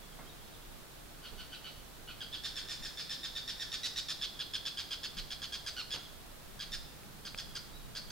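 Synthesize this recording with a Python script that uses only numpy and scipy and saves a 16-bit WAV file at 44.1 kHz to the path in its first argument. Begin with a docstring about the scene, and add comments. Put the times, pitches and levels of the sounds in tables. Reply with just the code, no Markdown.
"""A small bird twitters far off at once, then a soft bump close by; three more bumps follow later.
A shrike in a garden tree gives four soft notes, a long harsh chatter, then a few stray notes.
Each note is a quickening train of syrinx puffs, tone breaking into rasp; leaves and house walls answer.
The low hum of the town and wind rumble run throughout; the breeze picks up as the chatter ends.
Then a low drone sets in and holds, two dry ticks sound close by, and the twitter returns."""
import sys
import numpy as np
from scipy import signal
from scipy.fft import rfft, irfft, next_fast_len
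from scipy.io import wavfile
from scipy.ndimage import uniform_filter1d, map_coordinates

SR = 44100
rng = np.random.default_rng(int(sys.argv[2]) if len(sys.argv) > 2 else 0)


def waveform_to_disk(signal):
    """Save audio, clipped to [-1, 1], as 16-bit WAV at the path in sys.argv[1]."""
    frames = np.transpose(np.atleast_2d(signal))
    scaled = np.clip(frames, -1, 1) * 32767
    samples = np.round(scaled).astype(np.int16)
    wavfile.write(sys.argv[1], SR, samples)


N = 357651

# shrike notes: t/s, length/s, f/Hz, level/dB before the voice trim, harshness (1 = full rasp)
SHRIKE_NOTES = [(1.23, 0.049, 1497, -53, 1.2), (1.381, 0.04, 1502, -51.5, .9),
                (1.52, 0.035, 1520, -49.5, .7), (1.643, 0.046, 1494, -49.5, 0.84),
                (2.076, 0.041, 1482, -49.5, 0.79), (2.206, 0.029, 1618, -43.5, .3),
                (2.326, .039, 1736, -43.5, 0.68), (2.435, 0.041, 1833, -41.5, 1.25),
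                (2.556, 0.045, 1774, -43, 0.89), (2.684, 0.052, 1854, -44, 1.1),
                (2.824, 0.051, 1820, -45.5, 0.98), (2.972, 0.049, 1770, -44.5, 1.2),
                (3.094, .043, 1796, -42, 1.05), (3.231, 0.034, 1818, -42, 0.74),
                (3.352, 0.036, 1810, -41.5, 0.67), (3.476, 0.035, 1842, -41, 0.74),
                (3.596, 0.04, 1853, -41.5, 0.64), (3.717, 0.044, 1838, -40.5, 1.13),
                (3.832, 0.043, 1950, -38, 1.13), (3.96, 0.044, 1906, -38, 1.17),
                (4.084, .044, 1804, -38.5, 1.4), (4.213, 0.048, 1730, -38, 0.97),
                (4.391, .037, 1695, -39, 0.91), (4.535, 0.037, 1710, -37, 0.73),
                (4.652, 0.038, 1744, -38.5, 1.3), (4.771, 0.048, 1637, -40, 1.2),
                (4.907, 0.041, 1644, -39.5, 0.89), (5.031, 0.038, 1707, -40.5, 1.17),
                (5.168, .037, 1643, -42, 1.2), (5.304, .037, 1676, -42, 1.4),
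                (5.418, 0.042, 1660, -42.5, 1), (5.522, 0.045, 1653, -41, 1.07),
                (5.662, 0.037, 1657, -41, 1.2), (5.765, 0.053, 1475, -41.5, 0.37),
                (5.905, 0.061, 1683, -40, 0.92), (6.592, 0.05, 1620, -44, 1.05),
                (6.719, .042, 1818, -41, 0.96), (7.25, 0.035, 1615, -45, 0.94),
                (7.376, 0.034, 1670, -42, 1.05), (7.552, 0.028, 1632, -42, 0.76),
                (7.95, .039, 1650, -43, 1.13), (8.102, 0.044, 1610, -43, 0.91)]
# how wide the beak opens: t/s, brightness level/dB
BEAK_OPENING = [(1.2, -4), (1.6, -6), (2.3, -8.5), (2.43, -1), (2.8, 2), (3.3, -2), (4.08, -1), (4.4, -5.5),
                (4.65, -0.5), (5.3, -0.5), (5.66, 4.5), (5.77, -0.5), (7.4, 3), (8.1, 4.5)]
THROAT_PITCH_HZ = 1784   # the pitch at which the throat has its plain shape
BRIGHTER_DB_PER_OCTAVE = 15   # higher notes are brighter
# fundamental: level of an ordinary note's; dB lost per dB of extra effort; dB gained per dB of brightness
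FUNDAMENTAL_DB, ORDINARY_NOTE_DB, EFFORT_THINS, BEAK_LIFTS = 1.3, -41, 0.56, 0.69


def shrike(voice_db=0.5):
    """All notes at the bird: open beak and high pitch brighten, force thins the fundamental."""
    out = np.zeros(N)
    for start, length, pitch_hz, level_db, harsh in SHRIKE_NOTES:
        beak_db = np.interp(start, *np.transpose(BEAK_OPENING))
        bright_db = beak_db + BRIGHTER_DB_PER_OCTAVE * np.log2(pitch_hz / THROAT_PITCH_HZ)
        effort_db = level_db - ORDINARY_NOTE_DB
        low_db = FUNDAMENTAL_DB - EFFORT_THINS * effort_db + BEAK_LIFTS * bright_db
        call = note(length, pitch_hz, bright_db, low_db, harsh)
        add(out, start, from_db(level_db + voice_db) * call)
    return out


# one note arches, then falls as it breaks up:
# t/share of length, pitch ratio before sag, level/dB, chaos (0-1) before harshness
NOTE_GESTURE = [(0, .985, -3.5, 0.18), (.3, 1.015, 0, .22), (.53, 1.0, 0.9, 0.44), (.76, .93, -1.5, .66),
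                (1, .84, -7, 0.76)]


def note(length, pitch_hz, bright_db, low_db, harsh,
         first_puffs_hz=112, quickening=1900,   # puff rate at the start, its rise in Hz per second
         open_share=0.731, gap_db=-20, merging=1.0,   # open part of a puff; leak between puffs, its rise
         sag=0.058, bend=0.062, stray=0.0084, jitter=0.062,   # pitch movements, as shares of pitch
         flutter_db=3.5):
    """Puffs of tone come ever faster and run together as pitch sags and vibration turns chaotic."""
    t = np.arange(int(length * SR)) / SR
    share, *columns = np.transpose(NOTE_GESTURE)
    ratio, level_db, chaos = (np.interp(t / length, share, c) for c in columns)
    chaos = np.clip(chaos * harsh, 0, .97)

    cycle = first_puffs_hz * t + quickening * t ** 2 / 2
    cycle = cycle * (1 + 0.056 * rng.standard_normal())   # every note has its own pace
    through_puff = np.minimum(cycle % 1 / open_share, 1)
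    opening = np.sqrt(np.sin(np.pi * through_puff).clip(0))
    leak = np.clip(from_db(gap_db) + merging * t / length, 0, 1)
    puffs = leak + (1 - leak) * opening

    # each puff starts sharp and slides flat as its pressure is spent; pitch also strays by chance
    slide = bend * (.5 - through_puff) + stray * harsh * wander(123, len(t))
    hz = pitch_hz * (ratio - sag * chaos ** 2 + slide)
    rough_hz = hz * (1 + jitter * chaos * wander(1098, len(t)))
    phase = 2 * np.pi * np.cumsum(rough_hz) / SR

    # the partials flare as they slide through the resonances of the throat
    tone = 0
    for k in range(1, 7):
        flutter = flutter_db * wander(252, len(t))
        gain = from_db(throat(k * hz, pitch_hz, bright_db, low_db) + flutter)
        partial = np.sin(k * phase + rng.uniform(0, 2 * np.pi))
        tone = tone + uniform_filter1d(gain, size=30) * partial

    bands = np.geomspace(400, 16000, 120)
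    rasp = noise(np.c_[bands, throat(bands, pitch_hz, bright_db, low_db)], len(t))
    voice = np.sqrt(1 - chaos) * rms_one(tone) + np.sqrt(chaos) * rasp
    closing = np.clip((length - t) / 0.00074, 0, 1)
    return rms_one(voice * puffs * from_db(level_db) * closing)


# how throat and open beak colour tone and rasp alike: f/Hz, relative level/dB
THROAT_COLOUR = [(700, -46), (1150, -11.5), (1550, -9.5), (1850, -12), (2100, -12), (2650, -4.5),
                 (3050, -6), (3430, 1.5), (4050, -2.5), (4450, -1.5), (5280, -2), (5850, -9), (6700, -9.5),
                 (7600, -19), (10500, -21.5), (14000, -27)]


def throat(hz, pitch_hz, bright_db, low_db, follows=0.41):
    """Gain in dB: resonances rise a little with pitch; a wide beak lifts all above the second partial."""
    multiple = hz / pitch_hz
    treble = np.interp(multiple, [2.15, 2.8, 4.5], [0, 1, 1.3])
    bass = np.interp(multiple, [1.2, 1.7], [1, 0])
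    shrink = (pitch_hz / THROAT_PITCH_HZ) ** follows
    return at_hz(THROAT_COLOUR, hz / shrink) + bright_db * treble + low_db * bass


# colour of the garden's echo: f/Hz, relative level/dB
ECHO_COLOUR = [(800, -11), (1600, 0.5), (2600, -1.5), (3400, 0.5), (4200, 5.5), (5000, 3), (6200, -.5),
               (9000, 3), (15000, -22)]


def garden(x, leaves_t60=0.14, walls_t60=0.7, walls_db=-10, first_echo=0.0071, alike=0.54):
    """Quick scatter from the foliage, then a longer, fainter tail from the walls; times in s."""
    t = np.arange(int(.8 * SR)) / SR
    leaves = from_db(-60 * t / leaves_t60)
    walls = from_db(walls_db - 60 * t / walls_t60)
    decay = np.hypot(leaves, walls)
    decay = decay * np.clip(t / first_echo - .5, 0, 1)   # fades in around the first echo
    common = np.sqrt(alike) * noise(ECHO_COLOUR, len(t))
    sides = [common + np.sqrt(1 - alike) * noise(ECHO_COLOUR, len(t)) for side in range(2)]
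    echoes = np.array(sides) * decay
    echoes = echoes / np.sqrt(np.sum(echoes ** 2))
    return signal.fftconvolve(x[None], echoes, axes=1)[:, :N]


def at_microphones(x, right_db=0.96, lag=1.0):
    """The right microphone hears it louder and a little later (lag in samples)."""
    late = map_coordinates(x, [np.arange(N) - lag], order=3)
    return np.array([x * from_db(-right_db), late * from_db(right_db)])


# far twitter: t/s, length/s, start f/Hz, end f/Hz, level/dB before distance
TWITTER_GLIDES = [(.01, .05, 3500, 3340, -63), (.115, .032, 3470, 2950, -62),
                  (0.258, 0.039, 3010, 3450, -61), (0.286, .026, 4000, 3450, -58),
                  (.405, 0.03, 3580, 3050, -66), (0.437, .03, 4300, 4170, -67),
                  (0.467, .025, 3600, 3950, -67), (0.517, 0.059, 4200, 2900, -63.5),
                  (0.607, 0.042, 2950, 3870, -67), (7.723, 0.05, 3650, 4030, -61),
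                  (7.746, 0.0395, 4040, 3680, -61)]


def twitter():
    """Short pure glides of a small bird, each swelling and fading."""
    out = np.zeros(N)
    for start, length, start_hz, end_hz, level_db in TWITTER_GLIDES:
        hz = np.linspace(start_hz, end_hz, int(length * SR))
        glide = np.sin(2 * np.pi * np.cumsum(hz) / SR)
        add(out, start, from_db(level_db) * 2 * np.hanning(len(hz)) * glide)
    return out


# soft bumps close by: t/s, level/dB, decay constant/s, muffled above f/Hz, ring level/dB against the scuff
SOFT_BUMPS = [(.186, -50.5, 0.069, 1200, -11), (1.323, -50.5, 0.022, 800, -28),
              (5.16, -55, 0.075, 197, -40), (5.936, -45.5, 0.046, 2200, -30)]
# their colour before muffling: f/Hz, relative level/dB
SCUFF_COLOUR = [(40, -25), (150, 1.5), (450, -2), (900, -3), (2200, -3.5), (6000, -11)]
BUMP_RING_HZ = 2140


def bumps():
    """Dull noise scuffs that swell in a few milliseconds and die away, with a faint ring."""
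    out, t = np.zeros((2, N)), np.arange(SR // 2) / SR
    for start, level_db, decay, muffle_hz, ring_db in SOFT_BUMPS:
        muffle = signal.butter(2, muffle_hz, fs=SR, output="sos")
        sides = [noise(SCUFF_COLOUR, len(t)) for side in range(2)]
        scuff = rms_one(signal.sosfilt(muffle, sides))
        ring = from_db(ring_db) * np.sin(2 * np.pi * BUMP_RING_HZ * t)
        body = scuff + 0.58 * scuff[::-1] + ring   # each side leaks into the other
        envelope = np.minimum(t / 0.0046, 1) * np.exp(-t / decay)
        add(out, start, from_db(level_db) * body * envelope)
    return out


# dry ticks: t/s, level/dB
DRY_TICKS = [(7.034, -44), (7.3465, -30)]
# ringing modes of a tick: f/Hz, relative level/dB, t60/s
TICK_RINGING = [(1620, -9, 0.0079), (2460, 0.5, 0.0053), (3263, -12, .005)]


def ticks():
    """A small hard part rings for a dozen or so cycles, as a sum of decaying modes."""
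    out, t = np.zeros(N), np.arange(SR // 20) / SR
    ring = np.zeros(len(t))
    for hz, db, t60 in TICK_RINGING:
        ring -= from_db(db - 60 * t / t60) * np.sin(2 * np.pi * hz * t)
    for start, level_db in DRY_TICKS:
        add(out, start, from_db(level_db) * ring)
    return out


# puffs of air on the microphones: t/s, rumble level/dB, half-width/s (to 1/e)
AIR_PUFFS = [(.75, -56, 0.2), (1.37, -49, 0.077), (2.82, -48, .06), (5.22, -46, .05), (6.78, -46, 0.07)]
# colour of the air rumble: f/Hz, relative level/dB
RUMBLE_COLOUR = [(12, -8), (22, -2), (31, 6.5), (45, -15), (70, -24), (150, -53)]
CALM_DB, BREEZE_DB = -59.5, -55   # rumble before and after the breeze picks up
BREEZE_SWING_DB, BREEZE_SWINGS_PER_S = 2, 6
BREEZE_FROM_S, BREEZE_RISE_S = 5.76, 0.63


def wind():
    """Air rumbles on the microphones: an uneven breeze that picks up late, and a few brief puffs."""
    t = np.arange(N) / SR
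    breeze_db = CALM_DB + (BREEZE_DB - CALM_DB) * sets_in(BREEZE_FROM_S, BREEZE_RISE_S)
    breeze = from_db(breeze_db + BREEZE_SWING_DB * wander(BREEZE_SWINGS_PER_S, N))
    gusts = sum(from_db(db) * np.exp(-((t - s) / width) ** 2) for s, db, width in AIR_PUFFS)
    return np.hypot(breeze, gusts) * diffuse(RUMBLE_COLOUR)


# distant machinery: f/Hz, level/dB
MACHINE_HUM = [(59.5, -68), (100, -71.5), (150.5, -69)]


def machine_hum(waver=0.48, drift=0.57):
    """Steady low tones that waver in level (share) and drift in phase (radians), each side by itself."""
    t = np.arange(N) / SR
    out = np.zeros((2, N))
    for side in out:
        for hz, db in MACHINE_HUM:
            level = from_db(db) * np.sqrt(2) * (1 + waver * wander(4.5, N))
            side += level * np.sin(2 * np.pi * hz * t + drift * wander(8, N))
    return out


# colour of the late drone: f/Hz, relative level/dB
LATE_DRONE = [(70, -33), (105, -15), (126, 0.5), (150, -2), (172, -17), (203, 0.5), (240, -22), (450, -26),
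              (900, -61)]
DRONE_FROM_S, DRONE_RISE_S, DRONE_DB = 6.45, .2, -60


def drone():
    """Narrow bands of low noise that set in late and hold."""
    return from_db(DRONE_DB) * sets_in(DRONE_FROM_S, DRONE_RISE_S) * diffuse(LATE_DRONE)


# colour of the far traffic: f/Hz, relative level/dB per Hz
TOWN_COLOUR = [(25, -20), (50, -2.5), (75, -7.5), (144, -5), (227, -7.5), (358, -8.5), (450, -10.5),
               (700, -11.5), (980, -14), (1350, -14), (2100, -18.5), (3000, -20), (3500, -18),
               (4500, -20.5), (6000, -25.5), (15500, -26)]
TOWN_DB = -53
# colour of the microphone hiss: f/Hz, relative level/dB
HISS_COLOUR = [(1000, -20), (3000, 3), (8000, 0), (15500, -1)]
HISS_DB = -59.5


def background(right_db=1.0):
    """Far traffic, hum, drone and wind, louder on the right, over even microphone hiss."""
    town = from_db(TOWN_DB) * diffuse(TOWN_COLOUR) + drone() + machine_hum()
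    hiss = from_db(HISS_DB) * diffuse(HISS_COLOUR)
    return (town + wind()) * from_db([[-right_db], [right_db]]) + hiss


# likeness of the two sides in sound from all round: f/Hz, left-right correlation
SIDE_LIKENESS = [(30, 0.35), (130, 0.23), (300, 0), (1400, 0.21), (4000, 0.08), (12000, 0)]


def diffuse(spectrum):
    """Stereo noise from all round, most alike in the deep bass: mid and side mixed by correlation."""
    size = next_fast_len(N)
    hz = np.fft.rfftfreq(size, 1 / SR)
    alike = np.clip(at_hz(SIDE_LIKENESS, hz), -1, 1)
    mid, side = rfft(rng.standard_normal((2, size))) * from_db(at_hz(spectrum, hz))
    both = np.sqrt(1 + alike) * mid + np.sqrt(1 - alike) * side * [[1], [-1]]
    return rms_one(irfft(both, size)[:, :N])


def noise(spectrum, size):
    """Noise of a given colour, rms 1."""
    span = max(size, 4096)
    hz = np.fft.rfftfreq(span, 1 / SR)
    coloured = rfft(rng.standard_normal(span)) * from_db(at_hz(spectrum, hz))
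    return rms_one(irfft(coloured, span)[:size])


def wander(rate_hz, size):
    """A random line through normal draws, rate_hz of them per second."""
    knots = rng.standard_normal(512)
    return np.interp(np.arange(size) * rate_hz / SR, np.arange(len(knots)), knots, period=len(knots))


def sets_in(start_s, rise_s):
    """Rises from 0 to 1 and holds."""
    return np.clip((np.arange(N) / SR - start_s) / rise_s, 0, 1)


def from_db(db):
    """Decibels to amplitude."""
    return 10 ** (np.asarray(db) / 20)


def rms_one(x):
    """Scale to rms 1."""
    return x / np.sqrt(np.mean(x ** 2) + 1e-20)


def at_hz(points, hz):
    """A spectrum read on a log-frequency axis."""
    known_hz, values = np.transpose(points)
    return np.interp(np.log(hz + 1), np.log(known_hz), values)


def add(track, start_s, sound):
    """Mix a sound in from start_s."""
    at = max(round(start_s * SR), 0)
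    room_left = max(track.shape[-1] - at, 0)
    track[..., at:at + sound.shape[-1]] += sound[..., :room_left]


# share of the voice thrown into the garden as the bird turns: t/s, level/dB
GARDEN_SPREAD = [(1.2, 2.5), (2.2, -1), (2.7, 1), (3.6, 0), (4.0, -4.5), (4.5, -5), (5.8, -5), (8.1, -4)]


def scene():
    """The birds sound through the garden; the small noises are close and dry."""
    spread_db = np.interp(np.arange(N) / SR, *np.transpose(GARDEN_SPREAD))
    voice, far_bird = shrike(), twitter()
    echo = garden(voice * from_db(spread_db) + 0.72 * far_bird)
    echo = echo * from_db([[-.7], [.7]])   # a little louder on the right
    direct = at_microphones(voice + 0.82 * far_bird)
    return direct + echo + bumps() + ticks() + background()


CUTOFF_HZ = 15850


def record(dry):
    """The top is cut steeply by a linear-phase low-pass."""
    low_pass = signal.firwin(401, CUTOFF_HZ, fs=SR)
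    return signal.fftconvolve(dry, low_pass[None], mode="same", axes=1)


dry = scene()
out = record(dry)
waveform_to_disk(out)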